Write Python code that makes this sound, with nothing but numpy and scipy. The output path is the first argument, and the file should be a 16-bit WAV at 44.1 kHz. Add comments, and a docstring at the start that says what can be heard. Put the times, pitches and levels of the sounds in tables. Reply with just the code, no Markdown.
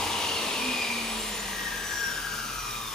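"""A gear whine slides down in pitch amid rushing air, as a table saw coasts down in a workshop.
Friction and drag slow the motor; the whine and its tooth-error sidebands sweep past fixed resonances.
Shaped noise makes the rush of air from blade and fan, which dies away.
It leaves the hiss and whistle of brushes and bearings, over a low room drone made of one wavering tone."""
import sys
import numpy as np
from scipy import signal
from scipy.fft import rfft, irfft
from scipy.io import wavfile
from scipy.ndimage import uniform_filter1d

SR = 44100
rng = np.random.default_rng(int(sys.argv[2]) if len(sys.argv) > 2 else 0)


def to_wav(sig):
    """Store sig (one row per channel, or 1-D mono) as 16-bit WAV at the path in sys.argv[1].

    Samples outside -1..1 are clipped; the rate is SR.
    """
    pcm = np.clip(np.atleast_2d(sig), -1, 1) * 32767
    pcm = np.round(pcm).astype(np.int16)
    wavfile.write(sys.argv[1], SR, pcm.T)  # frames by channels


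N = 129654  # length in samples

# Motor shaft: turns per second at the start, steady slowing by friction, extra slowing in step with speed
START_HZ, FRICTION_HZ_PER_S, DRAG_PER_S = 307, 39.5, .14
# The pinion sits on the motor shaft and drives the wheel that carries the blade
PINION_TEETH, WHEEL_TEETH = 10, 33


def undb(db):
    """Turn decibels into gain."""
    return 10 ** (np.asarray(db) / 20)


def unit(x):
    """Scale to an rms of 1."""
    return x / np.sqrt(np.mean(np.abs(x) ** 2))


def fader(rows):
    """Gain over time, joined through points of seconds and dB."""
    times, levels_db = np.array(rows).T
    return undb(np.interp(np.arange(N) / SR, times, levels_db))


def bins():
    """Frequencies of the spectrum in Hz, kept above zero."""
    return np.maximum(np.arange(N // 2 + 1) * SR / N, 1e-3)


def across(rows, axis=1):
    """One column of a table whose first column is Hz, joined on a log-frequency axis."""
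    rows = np.array(rows)
    return np.interp(np.log(bins()), np.log(rows[:, 0]), rows[:, axis])


def noise(rows):
    """Steady noise with the given spectrum and no deep bass."""
    white = rfft(rng.standard_normal(N))
    bass_cut = 1 + (rows[0][0] / bins()) ** 6
    return unit(irfft(white * undb(across(rows)) / bass_cut, N))


def flutter(width_hz):
    """Slow complex noise: it turns a pure tone into a narrow band."""
    shape = 1 / (1 + (np.fft.fftfreq(N, 1 / SR) / width_hz) ** 2)
    return unit(np.fft.ifft(shape * np.exp(2j * np.pi * rng.random(N))))


def blade_angle(angle):
    """The gears turn the blade more slowly than the motor shaft."""
    return angle * PINION_TEETH / WHEEL_TEETH


def drone(t):
    """A low tone in the room, made unsteady by slow noise."""
    pitch_hz, width_hz, waver = 44, 4, .45
    # Level of the drone. Each row: time in seconds, level in dB
    drone_level = [(0, -47), (.08, -47), (.2, -68), (.5, -59), (.7, -52), (.92, -62), (1.25, -47.5),
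                   (1.7, -51), (2.94, -50.5)]
    tone = np.exp(2j * np.pi * pitch_hz * t)
    wavering = np.real((1 + waver * flutter(width_hz)) * tone)
    return unit(wavering) * fader(drone_level)


def rush_and_hiss(angle):
    """Blade and fan tear the air; brushes and bearings hiss with a slight throb each shaft turn."""
    throb_depth, flicker_db, flicker_hz = .2, .6, 19
    # Spectrum of the air rush. Each row: frequency in Hz, relative strength per Hz in dB
    air_spectrum = [(60, -1), (130, -6.5), (220, -1.5), (380, 1), (620, 0.5), (1000, 0.5), (1550, -8),
                    (2100, -1.5), (2900, 3), (4200, -3), (5500, -10.5), (7500, -9.5), (10000, -8.5),
                    (15000, -37)]
    # Level of the air rush before the housing. Each row: time in seconds, level in dB
    rush_level = [(0, -29.5), (.6, -30), (.9, -32.5), (1.25, -34), (1.7, -38.5), (2.2, -42), (2.94, -53.5)]
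    # Spectrum of the brush and bearing hiss. Each row: frequency in Hz, relative strength per Hz in dB
    brush_spectrum = [(60, 9), (130, 4), (300, 1), (600, -3), (1000, 1), (2000, -0.5), (3200, 2),
                      (4500, -5), (6000, 1), (8000, -4.5), (10000, -1), (12000, -14), (14000, -4.5),
                      (15500, -11)]
    # Level of the hiss before throb and housing. Each row: time in seconds, level in dB
    hiss_level = [(0, -37.5), (1, -39.5), (1.5, -37), (2.94, -37)]
    throb = 1 + throb_depth * np.sin(angle)
    flicker = undb(flicker_db * unit(flutter(flicker_hz).real))
    rush = noise(air_spectrum) * fader(rush_level)
    hiss = noise(brush_spectrum) * throb * flicker * fader(hiss_level)
    return rush + hiss


def growl(angle, t):
    """A coarse band from the fan pulses every few shaft turns and dies quickly as the speed falls."""
    centre_hz, width_hz, start_db, fall_db_per_s = 901, 116, -35, 19.5
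    pulse_db, turns_per_pulse = 6, 6
    band = np.real(flutter(width_hz) * np.exp(2j * np.pi * centre_hz * t))
    pulsing = undb(pulse_db * np.sin(angle / turns_per_pulse))
    return unit(band * pulsing) * undb(start_db - fall_db_per_s * t)


def imbalance(angle):
    """Rotor and blade each hum once a turn, because neither is perfectly balanced."""
    # Motor shaft hum. Each row: time in seconds, level in dB
    shaft_level = [(0, -52.5), (.52, -51), (.6, -42.5), (.7, -31), (.76, -40), (.83, -48), (.95, -41.5),
                   (1.27, -44.5), (1.55, -49.5), (1.9, -58), (2.4, -53), (2.94, -54)]
    # Blade wobble. Each row: time in seconds, level in dB
    wobble_level = [(0, -46.5), (.35, -53), (.55, -69), (2.94, -66)]
    shaft_hum = unit(np.sin(angle)) * fader(shaft_level)
    blade_hum = unit(np.sin(blade_angle(angle))) * fader(wobble_level)
    return shaft_hum + blade_hum


def whistles(angle, t):
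    """Hazy high tones follow the shaft speed, split by the blade's turn; each swells and fades."""
    haze_hz, flicker_db, flicker_hz, split_depth = 180, 4, 30, .9
    # Bearing and commutator whistles. Each row: pitch as a multiple of the shaft speed, level in dB,
    # haze in dB against the plain tone, moment of greatest loudness in seconds, spread of the swell in seconds
    whistle_rows = [(15.9, -43, 2, .35, .08), (32, -46.5, -7, 2.83, .12), (32, -51, -4, 2.3, .15),
                    (35.1, -44, 3, 1.25, .18), (35.1, -41.5, 0, 1.99, .11), (45.1, -45.5, 5, 1.24, .17),
                    (45.1, -45, 2, 1.98, .13), (45.1, -48.5, 1, 2.58, .21), (35.1, -52, -1, 2.48, .1),
                    (85.1, -52, 5, 2.0, .06)]
    wheel = blade_angle(angle)
    out = 0
    for multiple, db, haze_db, loudest_s, spread_s in whistle_rows:
        strands = 1 + split_depth * np.sin(wheel + 2 * np.pi * rng.random())
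        haze = undb(haze_db) * flutter(haze_hz)
        line = np.real((strands + haze) * np.exp(1j * multiple * angle))
        # tanh keeps the flicker within its limit in dB
        flicker = undb(flicker_db * np.tanh(unit(flutter(flicker_hz).real)))
        swell = np.exp(-((t - loudest_s) / spread_s) ** 2 / 2)
        out = out + unit(line * flicker) * undb(db) * swell
    return out


def blade(mesh):
    """The steel disc rings at one pitch, shaken by whichever gear sidebands lie near it."""
    ring_hz, width_hz = 2440, 85
    # Ringing, strong as the gear tone or its octave sweeps past. Each row: time in seconds, level in dB
    blade_level = [(0, -69), (.5, -69), (.62, -33), (.8, -42.5), (1.04, -40), (1.2, -51.5), (2.3, -76),
                   (2.52, -51), (2.7, -47.5), (2.94, -55)]
    f = bins()
    resonance = 1 / (1 + 1j * (f * f - ring_hz ** 2) / (f * width_hz)) ** 2
    tone = irfft(rfft(mesh) * resonance, N)
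    # Even out the loudness so that the table sets the level
    loudness = np.sqrt(uniform_filter1d(tone ** 2, size=SR // 16) + 1e-14)
    return tone / loudness * fader(blade_level)


def tooth_errors(wheel, count=6):
    """Uneven teeth repeat with each blade turn and add sidebands on both sides of the gear tone."""
    sideband_db, fall_db_per_step = -10, 1.5
    out = 0
    for k in range(-count, count + 1):
        if k:
            gain = undb(sideband_db - fall_db_per_step * abs(k))
            out = out + gain * np.exp(1j * (k * wheel + 2 * np.pi * rng.random()))
    return out


def gear_beat(angle, t):
    """At speed, loose teeth beat every second blade turn; the pinion adds a beat each shaft turn."""
    wander, wander_hz = .4, 3.6  # unsteady timing of the loose teeth: radians rms, width in Hz
    # Depth of the beats. Each row: time in seconds, every-second-blade-turn swing in dB,
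    # every-pinion-turn swing as a share of the level
    beat_depths = [(0, 10, .3), (.62, 10, .3), (.8, 3.5, .3), (1.03, 6, .3), (1.45, 1, .6), (2.1, 1, .7),
                   (2.4, 1.5, 1), (2.94, 1.5, .8)]
    times, backlash_db, runout = np.array(beat_depths).T
    timing = blade_angle(angle) / 2 + wander * unit(flutter(wander_hz).real)
    backlash = undb(np.interp(t, times, backlash_db) * np.sin(timing))
    beat = backlash * (1 + np.interp(t, times, runout) * np.sin(angle))
    # Even out the beats over a fifth of a second so that they leave the longer-term level alone
    return beat / np.sqrt(uniform_filter1d(beat ** 2, size=SR // 5))


def gears(angle, t):
    """Meeting teeth whine at the tooth rate, with overtones, sidebands, roughness and beats."""
    rough_db, rough_hz = -7, 130
    # Overtones of the gear mesh. Each row: multiple of the tooth rate,
    # strength in dB before its steady part is divided by the multiple
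    overtones = [(1, -2), (2, -7), (3, -14)]
    # Gear whine before the gearcase. Each row: time in seconds, level in dB
    gear_level = [(0, -45), (.2, -39.5), (.5, -40.5), (.65, -40.5), (.83, -33), (1.03, -40), (1.15, -48.5),
                  (1.42, -44.5), (2.4, -43), (2.94, -44)]
    out = 0
    for multiple, db in overtones:
        roughness = undb(rough_db) * flutter(rough_hz)
        swell = 1 / multiple + tooth_errors(blade_angle(angle)) + roughness
        tone = np.exp(1j * round(multiple) * PINION_TEETH * angle)
        out = out + undb(db) * np.real(swell * tone)
    return unit(out * gear_beat(angle, t)) * fader(gear_level)


def ring(x, modes):
    """A wall passes the sound and rings at its own fixed pitches."""
    f = bins()
    response = 1
    for hz, width, db in modes:
        response = response + undb(db) / (1 + 1j * (f * f - hz * hz) / (f * width))
    return irfft(rfft(x) * response, N) * undb(-3.0)


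def workshop(x, t):
    """Two microphone ports hear the sound directly, each with a short diffuse room tail."""
    room_t60_s = .25  # time for the room tail to fall by 60 dB
    # Sound at the ports. Each row: frequency in Hz, left-over-right level in dB,
    # left's lead in radians, room level in dB
    port_rows = [(60, -.2, 0, -9), (300, 0, 0, -14), (700, 3.6, .3, -9), (1000, 3.5, .6, -3),
                 (1300, 6, .7, -2), (1620, 6, -.1, -3), (1850, 2.5, -.4, -4.5), (2900, 1.8, .8, -4),
                 (5500, 1.4, .3, 1), (9000, 0, 2, -6), (14000, 0, 1.2, -7)]
    balance_db, phase = across(port_rows, axis=1), across(port_rows, axis=2)
    wet = undb(across(port_rows, axis=3))
    bass_cut = bins() / np.hypot(bins(), 200)
    out = []
    for side in (1, -1):  # left, right
        tail = rng.standard_normal(N) * undb(-60 * t / room_t60_s) * (t > .003)
        arriving = rfft(x) * undb(side * balance_db / 2)
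        direct = irfft(arriving * np.exp(1j * side * phase / 2), N)
        feed = irfft(arriving * wet * bass_cut, N)
        # A mirrored lead-in lets the room sound from the first moment
        led_in = np.r_[feed[::-1], feed]
        room = signal.fftconvolve(led_in, tail / np.linalg.norm(tail))[N:2 * N]
        out.append(direct + room)
    return np.array(out)


def scene():
    """Dry friction and drag slow the shaft, whose angle drives the turning sounds."""
    # Housing resonances. Each row: frequency in Hz, width in Hz, peak in dB against the plain wall
    housing_modes = [(219, 12.4, 4), (441, 40, 1.5), (788, 14.5, 0.5), (969.6, 34, 2), (1174, 66, 1.5),
                     (3810, 86, -5.5), (4420, 98, -8.5), (5200, 230, -11), (5620, 85, -17.5),
                     (9610, 185, -0.5), (13700, 560, 0.5)]
    # Gearcase and blade resonances. Each row: frequency in Hz, width in Hz, peak in dB against the plain wall
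    gearcase_modes = [(1248, 50, 3.5), (1382, 99, 1.5), (1621, 58, 15), (1857, 29, 14.5), (2350, 110, -3),
                      (2560, 110, -2), (2800, 210, -1)]
    t = np.arange(N) / SR
    offset_hz = FRICTION_HZ_PER_S / DRAG_PER_S
    shaft_hz = (START_HZ + offset_hz) * np.exp(-DRAG_PER_S * t) - offset_hz
    angle = 2 * np.pi * np.cumsum(shaft_hz) / SR
    air = ring(rush_and_hiss(angle) + growl(angle, t), housing_modes)
    mesh = gears(angle, t)
    whine = ring(mesh, gearcase_modes) + blade(mesh)
    tones = whine + whistles(angle, t) + imbalance(angle)
    return workshop(drone(t) + air + tones, t)


def record(dry):
    """The recorder steeply cuts the highest treble."""
    top_hz = 15300
    low_pass = signal.ellip(10, .1, 80, top_hz, fs=SR, output="sos")
    return signal.sosfilt(low_pass, dry)


dry = scene()
out = record(dry)
to_wav(out)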